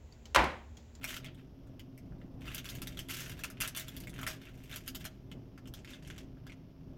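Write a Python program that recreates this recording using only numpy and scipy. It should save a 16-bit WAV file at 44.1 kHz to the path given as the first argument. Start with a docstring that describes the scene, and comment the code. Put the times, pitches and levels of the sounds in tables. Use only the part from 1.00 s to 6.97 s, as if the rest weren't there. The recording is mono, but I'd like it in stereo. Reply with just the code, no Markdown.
"""Sharp snaps and crackle: a stiff paper wrapper is unfolded and pressed flat on a table, about two
metres from a phone's two microphones in a curtained hospital room. Folds buckle and ring the paper's
facets; with each stroke of the hands tiny creases crackle and the sheets slide. Faint resonances colour
the sound, nearby surfaces scatter each snap, and ventilation rumbles underneath."""
import sys
import numpy as np
from scipy import signal
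from scipy.fft import rfft, irfft
from scipy.io import wavfile
from scipy.ndimage import uniform_filter1d

SR = 44100
rng = np.random.default_rng(int(sys.argv[2]) if len(sys.argv) > 2 else 0)


def generate_wav(sig):
    """Save sig (samples, or channels by samples) to the path in sys.argv[1] as 16-bit PCM at SR."""
    pcm = np.round(np.clip(np.atleast_2d(sig).T, -1, 1) * 32767).astype(np.int16)
    wavfile.write(sys.argv[1], SR, pcm)


N = 263277
T = np.arange(N) / SR
FREQS = np.arange(N // 2 + 1) * SR / N


# Folds buckling on the table. Each row: start in seconds, pitch in Hz, strength in dB,
# crispness (small facets relative to large ones) in dB.
FOLDS = [(0.0331, 2870, -31.5, -12), (0.0422, 2450, -23, -4), (0.087, 3030, -33.5, -1),
         (0.166, 2950, -28, -5.5), (0.2451, 2580, -32.5, -9.5), (0.262, 3200, -36, -13.5),
         (0.3467, 3306, -49.5, -7), (0.672, 1510, -53.5, -7.5), (0.7951, 2950, -36.5, -8.5),
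         (0.9775, 2090, -47, 1), (1.122, 1470, -51.5, -32), (1.2153, 1810, -43.5, -29),
         (1.4093, 3350, -50, -5), (1.4547, 1470, -42.5, -4), (1.4798, 2770, -29.5, -17),
         (1.547, 3020, -30, 3), (1.5807, 3060, -29, -3.5), (1.6555, 2990, -29, -8),
         (1.6896, 3080, -36, 2.5), (1.699, 3980, -40, 5.5), (1.752, 3080, -37.5, 2),
         (1.8187, 2750, -29.5, -1), (1.872, 3536, -33.5, 0.5), (1.9721, 3400, -33.5, -7.5),
         (1.991, 3040, -25, -6.5), (2.0868, 3160, -36, -1), (2.0927, 2080, -36, -8),
         (2.1067, 2740, -29, -2.5), (2.1112, 2800, -32, -1.5), (2.139, 2690, -32.5, 0),
         (2.206, 2880, -32, 0), (2.297, 1370, -44.5, 6.5), (2.3925, 1590, -36.5, -2),
         (2.4367, 2650, -23, -6), (2.4445, 1320, -29.5, -3), (2.5014, 1440, -40, 3),
         (2.5717, 2640, -40.5, -20), (2.604, 2920, -25, -0.5), (2.6093, 2560, -22.5, 0.5),
         (2.618, 2620, -23, -3.5), (2.636, 1350, -29, -2), (2.6765, 2900, -31.5, 4.5),
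         (2.749, 2940, -28, -7), (2.764, 3270, -33, 4), (2.7723, 2940, -25, -1.5), (2.797, 3630, -33, 4),
         (2.8827, 3280, -33.5, -1.5), (2.9661, 3400, -38, 5), (3.003, 2920, -42.5, 5.5),
         (3.0368, 2880, -41, -2), (3.072, 2130, -34.5, -7.5), (3.095, 3420, -43.5, 1.5),
         (3.1398, 2860, -41.5, -2.5), (3.1899, 1480, -28.5, -13.5), (3.2142, 1460, -36.5, -1),
         (3.2309, 1280, -28.5, -8), (3.2661, 1750, -21, -9), (3.2765, 1510, -25, -2),
         (3.4705, 2610, -37, -37), (3.6381, 2560, -48, 2.5), (3.727, 3600, -33.5, -18),
         (3.76, 3040, -33.5, 4), (3.8782, 2860, -30, 3.5), (3.948, 3340, -32.5, -3.5),
         (3.9525, 3080, -34, 2.5), (3.959, 3160, -37, 0.5), (4.0057, 3600, -46.5, 3),
         (4.0435, 2540, -35.5, -3), (4.0522, 1690, -31.5, 2.5), (4.061, 3080, -32.5, -16),
         (4.3153, 3130, -36, -11.5), (4.5772, 1400, -42.5, -6.5), (4.6568, 2900, -43.5, -12),
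         (4.674, 2950, -43, 1), (4.7384, 3350, -39.5, 7.5), (4.847, 1950, -40, -2),
         (4.9044, 2550, -37.5, -0.5), (4.9353, 3460, -37.5, -7), (5.0752, 2840, -43, 3.5),
         (5.1014, 1600, -32.5, -9), (5.1799, 3020, -36.5, -1), (5.3712, 1770, -51.5, -24),
         (5.4675, 1590, -42, -0.5), (5.4968, 2320, -40, -9), (5.52, 2420, -39, -11)]
# How the facets share a snap, large to small. Each row: share in dB, dB added per dB of crispness,
# dB added per dB of strength over a medium snap.
FACET_SHARES = [(-9.5, 0.015, 0), (-6, 0.14, 0), (-4, 0.71, 0), (-3, 1.2, 0.07)]
def snaps(fold_width_hz=600, fold_db=-2.0, nearest_facet_db=-5, medium_db=-32):
    """A fold gives way and kicks the facets around it; crisp, strong folds kick the small ones harder."""
    out = np.zeros(N)
    for start, fold_hz, db, crisp_db in FOLDS:
        strength = np.sqrt(SR / 1000) * undb(db)  # the energy of one millisecond at this level
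        # the facet that flips over rings longest and gives the snap its pitch
        add(out, start, strength * undb(fold_db) * ring(fold_hz, fold_width_hz))
        nearest = np.argmin([abs(np.log(facet[0] / fold_hz)) for facet in FACETS])
        for k, (hz, width_hz, _) in enumerate(FACETS):
            share_db, per_crisp, per_strength = FACET_SHARES[k]
            share_db += per_crisp * crisp_db + per_strength * (db - medium_db)
            share_db += nearest_facet_db * (k == nearest)
            add(out, start, strength * undb(share_db) * kink(hz, width_hz))
    return out


def ring(hz, width_hz):
    """A kicked facet swells and dies within a few cycles; energy 1."""
    t = T[:512]
    return unit_energy(t * np.exp(-np.pi * width_hz * t) * np.cos(2 * np.pi * (hz * t + rng.random())))


def kink(hz, width_hz, detune=0.17, step_s=0.0006, step_db=-4, steps=3):
    """A kink runs on in ever weaker steps, each with a facet of its own size; energy 1."""
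    out, start = np.zeros(1024), 0
    for step in range(steps):
        facet_hz = hz * np.exp(detune * rng.uniform(-1.24, 1))
        add(out, start, undb(step_db * step) * ring(facet_hz, width_hz))
        start += step_s * rng.uniform(0.5, 1.5)
    return unit_energy(out)


# The paper's facets, large to small. Each row: pitch in Hz, bandwidth in Hz, weight in the rustle in dB.
FACETS = [(1690, 820, -2), (2754, 1400, 2), (6090, 3630, 2), (12830, 4600, -1.5)]
def rustle(idle_per_s=130, busy_per_s=1100, spread_db=4, slide_db=-11, crease_db=-2, facet_spread_db=4):
    """Tiny creases, sparse under a light touch and dense under a firm one, over sliding paper's hiss."""
    large, small = handling()
    per_s = idle_per_s + busy_per_s * (large / large.max()) ** 1.3
    onsets = rng.random(N) < per_s / SR
    creases = onsets * undb(spread_db * np.minimum(rng.exponential(size=N), 4))
    out = 0
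    for (hz, width_hz, db), effort in zip(FACETS, (large, large, small, small)):
        kicks = creases * rng.choice([-1, 1], N) * undb(facet_spread_db * rng.standard_normal(N))
        # the hand feeds in energy steadily, however the creases share it
        kicks /= np.sqrt(np.abs(uniform_filter1d(kicks ** 2, size=1500)) + 1e-6)
        drive = undb(crease_db) * kicks + undb(slide_db) * rng.standard_normal(N)
        out += undb(db) * convolve(drive * effort, ring(hz, width_hz))
    return out


# Hands passing over the sheet. Each row: start in seconds, length in seconds, level in dB,
# crispness in dB.
HAND_STROKES = [(0.018, 0.048, -54, -11), (0.077, 0.062, -44, -4), (0.238, 0.043, -56, -26),
                (0.37, 0.028, -63.5, -14), (1.407, 0.075, -57.5, -10), (1.468, 0.12, -49, -10),
                (1.644, 0.077, -51, -4.5), (1.747, 0.035, -57, -5), (1.834, 0.097, -57.5, -5.5),
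                (1.96, 0.06, -57.5, -2.5), (2.091, 0.13, -45, -2), (2.247, 0.07, -49.5, -4.5),
                (2.374, 0.11, -56, -9), (2.608, 0.051, -43, -6.5), (2.768, 0.041, -48, -2.5),
                (2.869, 0.15, -58, -7), (3.132, 0.19, -54.5, -11), (3.273, 0.029, -44, -4.5),
                (3.312, 0.014, -57, -2), (3.409, 0.077, -57, -9.5), (3.543, 0.3, -62.5, -6.5),
                (3.703, 0.061, -48.5, -5), (3.86, 0.022, -54, -4), (3.993, 0.064, -55, -8.5),
                (4.758, 0.027, -60.5, -3), (4.875, 0.077, -54.5, -6.5), (5.028, 0.18, -59.5, -5),
                (5.457, 0.031, -64.5, -18)]
def handling(attack_s=0.013, sag_db_per_s=10.5, release_t60=0.17, idle_db=-77, idle_crisp_db=-11.5):
    """Drive on the large and small facets: a stroke swells before its start, slackens and dies away."""
    large, small = showers()
    t = T[:SR // 2] - attack_s
    attack = np.clip(1 + t / attack_s, 0, 1)
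    for start, length, db, crisp_db in HAND_STROKES:
        sag_db = sag_db_per_s * np.clip(t, 0, length)
        release_db = 60 * np.maximum(t - length, 0) / release_t60
        power = (attack * undb(db - sag_db - release_db)) ** 2
        add(large, start - attack_s, power)
        add(small, start - attack_s, power * undb(crisp_db) ** 2)
    # the sheet still stirs faintly between strokes
    return np.sqrt(large + undb(idle_db) ** 2), np.sqrt(small + undb(idle_db + idle_crisp_db) ** 2)


def showers(shower_db=-17, decay_s=0.0037):
    """Each snap sets off a brief shower of creases; gives its power in the large and small facets."""
    starts, _, db, crisp_db = np.transpose(FOLDS)
    onsets = np.clip(starts * SR, 0, N - 1).astype(int)
    power = [np.bincount(onsets, undb(level + shower_db) ** 2, N) for level in (db, db + crisp_db)]
    return signal.lfilter([1], [1, -np.exp(-1 / (decay_s * SR))], np.array(power) + 1e-18)


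def soften_ending(paper, from_s=4.38, fade_s=0.4, above_hz=9000, loss_db=-9):
    """The highest treble grows duller in the light handling at the end."""
    treble = signal.sosfiltfilt(signal.butter(2, above_hz, "high", fs=SR, output="sos"), paper)
    fade = np.clip((T - from_s) / fade_s, 0, 1)
    return paper + treble * (undb(loss_db * fade) - 1)


# Longer rings heard behind the paper. Each row: pitch in Hz, seconds to fall 60 dB, level in dB.
FAINT_RESONANCES = [(634, 0.32, -19.5), (1348, 0.12, -29.5), (1598.5, 0.13, -31), (2087, 0.037, -27),
                    (4780, 0.25, -30.5), (4760, .1, -41)]
def faint_ring(paper):
    """Faint narrow resonances colour the paper's sound; the lowest may be the table top."""
    t = T[:SR // 3]
    modes = sum(undb(db) * unit_energy(undb(-60 * t / t60) * np.cos(2 * np.pi * hz * t))
                for hz, t60, db in FAINT_RESONANCES)
    return convolve(paper, modes)


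def room(source, direct_db=-2, near_db=-0.5, near_hold_s=0.0067, near_t60=0.079,
         far_db=-14, far_t60=0.32, far_top_hz=2800, likeness=0.11):
    """At two metres: direct sound, scatter from table, coat and bed, a dull tail between the curtains."""
    t = T[:SR // 3]
    near_shape = np.clip(t / 0.00033, 0, 1) * undb(-60 * np.maximum(t - near_hold_s, 0) / near_t60)
    far_shape = np.clip(t / 0.09, 0, 1) * undb(-60 * t / far_t60)
    curtains = signal.butter(1, far_top_hz, fs=SR)
    # the direct sound reaches the left microphone four samples before the right
    mics = undb(direct_db) * np.array([source, np.roll(source, 4)])
    # each patch of the sheet has its own echo paths, so the colour changes from crease to crease
    for weight in patches():
        common = np.sqrt(likeness) * rng.standard_normal(len(t))
        separate = np.sqrt(1 - likeness) * rng.standard_normal((2, len(t)))
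        near = undb(near_db) * unit_energy((common + separate) * near_shape)
        tail = unit_energy(rng.standard_normal((2, len(t))) * far_shape)
        far = undb(far_db) * signal.lfilter(*curtains, tail)
        mics += np.array([convolve(source * weight, response) for response in near + far])
    return mics


def patches(count=10, hold_samples=150):
    """The sound leaps between patches of the sheet every few milliseconds; one weight curve a patch."""
    active = np.repeat(rng.integers(0, count, N // hold_samples + 1), hold_samples)[:N]
    return [np.sqrt(np.abs(uniform_filter1d((active == k).astype(float), size=40))) for k in range(count)]


# Balance at the phone. Each row: frequency in Hz, left minus right in dB.
MIC_SHADE = [(600, -2), (1300, -0.5), (2400, -8.5), (4400, -3), (8000, -1.5), (15000, -4.5)]
def shade(mics):
    """The left microphone is partly shaded: half the imbalance lowers the left, half lifts the right."""
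    return np.array([colour(mic, [(hz, sign * db / 2) for hz, db in MIC_SHADE])
                     for mic, sign in zip(mics, (1, -1))])


# The room's ventilation rumble and background hiss. Each row: frequency in Hz, relative level in dB.
RUMBLE_SPECTRUM = [(18, -11.5), (36, -6), (53, 0.5), (70, -8), (120, -1.5), (145, -11.5), (185, -6),
                   (222, -12), (265, -9), (305, -13), (360, -12), (470, -21.5), (640, -21), (780, -28.5),
                   (1100, -34.5), (4000, -66)]
HISS_SPECTRUM = [(700, 2.5), (1100, 8.5), (2000, 1.5), (3000, 3), (4000, -1.5), (5500, 4), (7000, -10),
                 (8500, -42), (10500, -10.5), (12500, -5.5), (16000, -11)]
# Resonances of the air ducts. Each row: centre in Hz, bandwidth in Hz, level in dB.
DUCT_MODES = [(53.4, 15, -62), (130.2, 12.3, -57), (157.6, 5.7, -61), (197.6, 7, -68.5),
              (253.4, 25.5, -64.5), (266.4, 14.5, -60), (345, 10, -75.5)]
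def airflow(rumble_db=-51, hiss_db=-76, waver_db=1.95, waver_hz=3):
    """Wavering air rumbles in the ducts and sings weakly at their resonances, with a steady hiss."""
    rumble = undb(rumble_db) * unit(colour(rng.standard_normal(N), RUMBLE_SPECTRUM))
    hiss = undb(hiss_db) * unit(colour(rng.standard_normal(N), HISS_SPECTRUM))
    ducts = sum(undb(db) * shaped_noise(1 / (1 + (2 * (FREQS - hz) / width_hz) ** 2))
                for hz, width_hz, db in DUCT_MODES)
    waver = shaped_noise(np.exp(-FREQS / waver_hz))
    return (rumble + ducts) * undb(waver_db * waver) + hiss


# Stereo width of the room tone. Each row: frequency in Hz, side minus mid in dB.
AIR_WIDTH = [(30, -29), (125, -22.5), (280, -15.5), (600, -6), (1200, 0.5), (4000, 0.5)]
def ventilation():
    """Room tone all around the phone: the bass is alike in both microphones, the treble is wide."""
    mid, side = airflow(), colour(airflow(), AIR_WIDTH)
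    return np.array([mid + side, mid - side])


def undb(db):
    """Decibels to gain."""
    return 10 ** (np.asarray(db) / 20)


def unit(x):
    """Scale to rms 1."""
    return x / np.sqrt(np.mean(x ** 2))


def unit_energy(x):
    """Scale each response to energy 1."""
    return x / np.sqrt(np.sum(x ** 2, axis=-1, keepdims=True))


def shaped_noise(gains):
    """Noise with one gain for each of FREQS; rms 1."""
    return unit(irfft(rfft(rng.standard_normal(N)) * gains, N))


def colour(x, points):
    """Filter by a (Hz, dB) curve."""
    hz, db = np.transpose(points)
    return irfft(rfft(x) * undb(np.interp(np.log(FREQS + 1), np.log(hz), db)), N)


def convolve(x, response):
    """Pass a sound through an impulse response."""
    return signal.oaconvolve(x, response)[:N]


def add(track, start_s, sound):
    """Mix a short sound into a track."""
    part = track[max(int(start_s * SR), 0):][:len(sound)]
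    part += sound[:len(part)]


# Tone of the wrapper. Each row: frequency in Hz, gain in dB.
PAPER_TONE = [(100, 16), (400, -5), (800, -5.5), (1400, -5.5), (2100, -7.5), (2900, -5.5), (4200, 0.5),
              (6500, -2.5), (9500, -2), (12500, -3.5), (15500, -4)]
def scene():
    """The paper and its faint ring carry across the room to the phone, over the ventilation."""
    paper = soften_ending(snaps() + rustle())
    source = colour(paper, PAPER_TONE) + faint_ring(paper)
    return shade(room(source)) + ventilation()


def record(dry, top_hz=16250):
    """The phone cuts off the highest treble steeply."""
    return signal.sosfilt(signal.ellip(12, 0.2, 70, top_hz, fs=SR, output="sos"), dry)


dry = scene()
out = record(dry)
generate_wav(out)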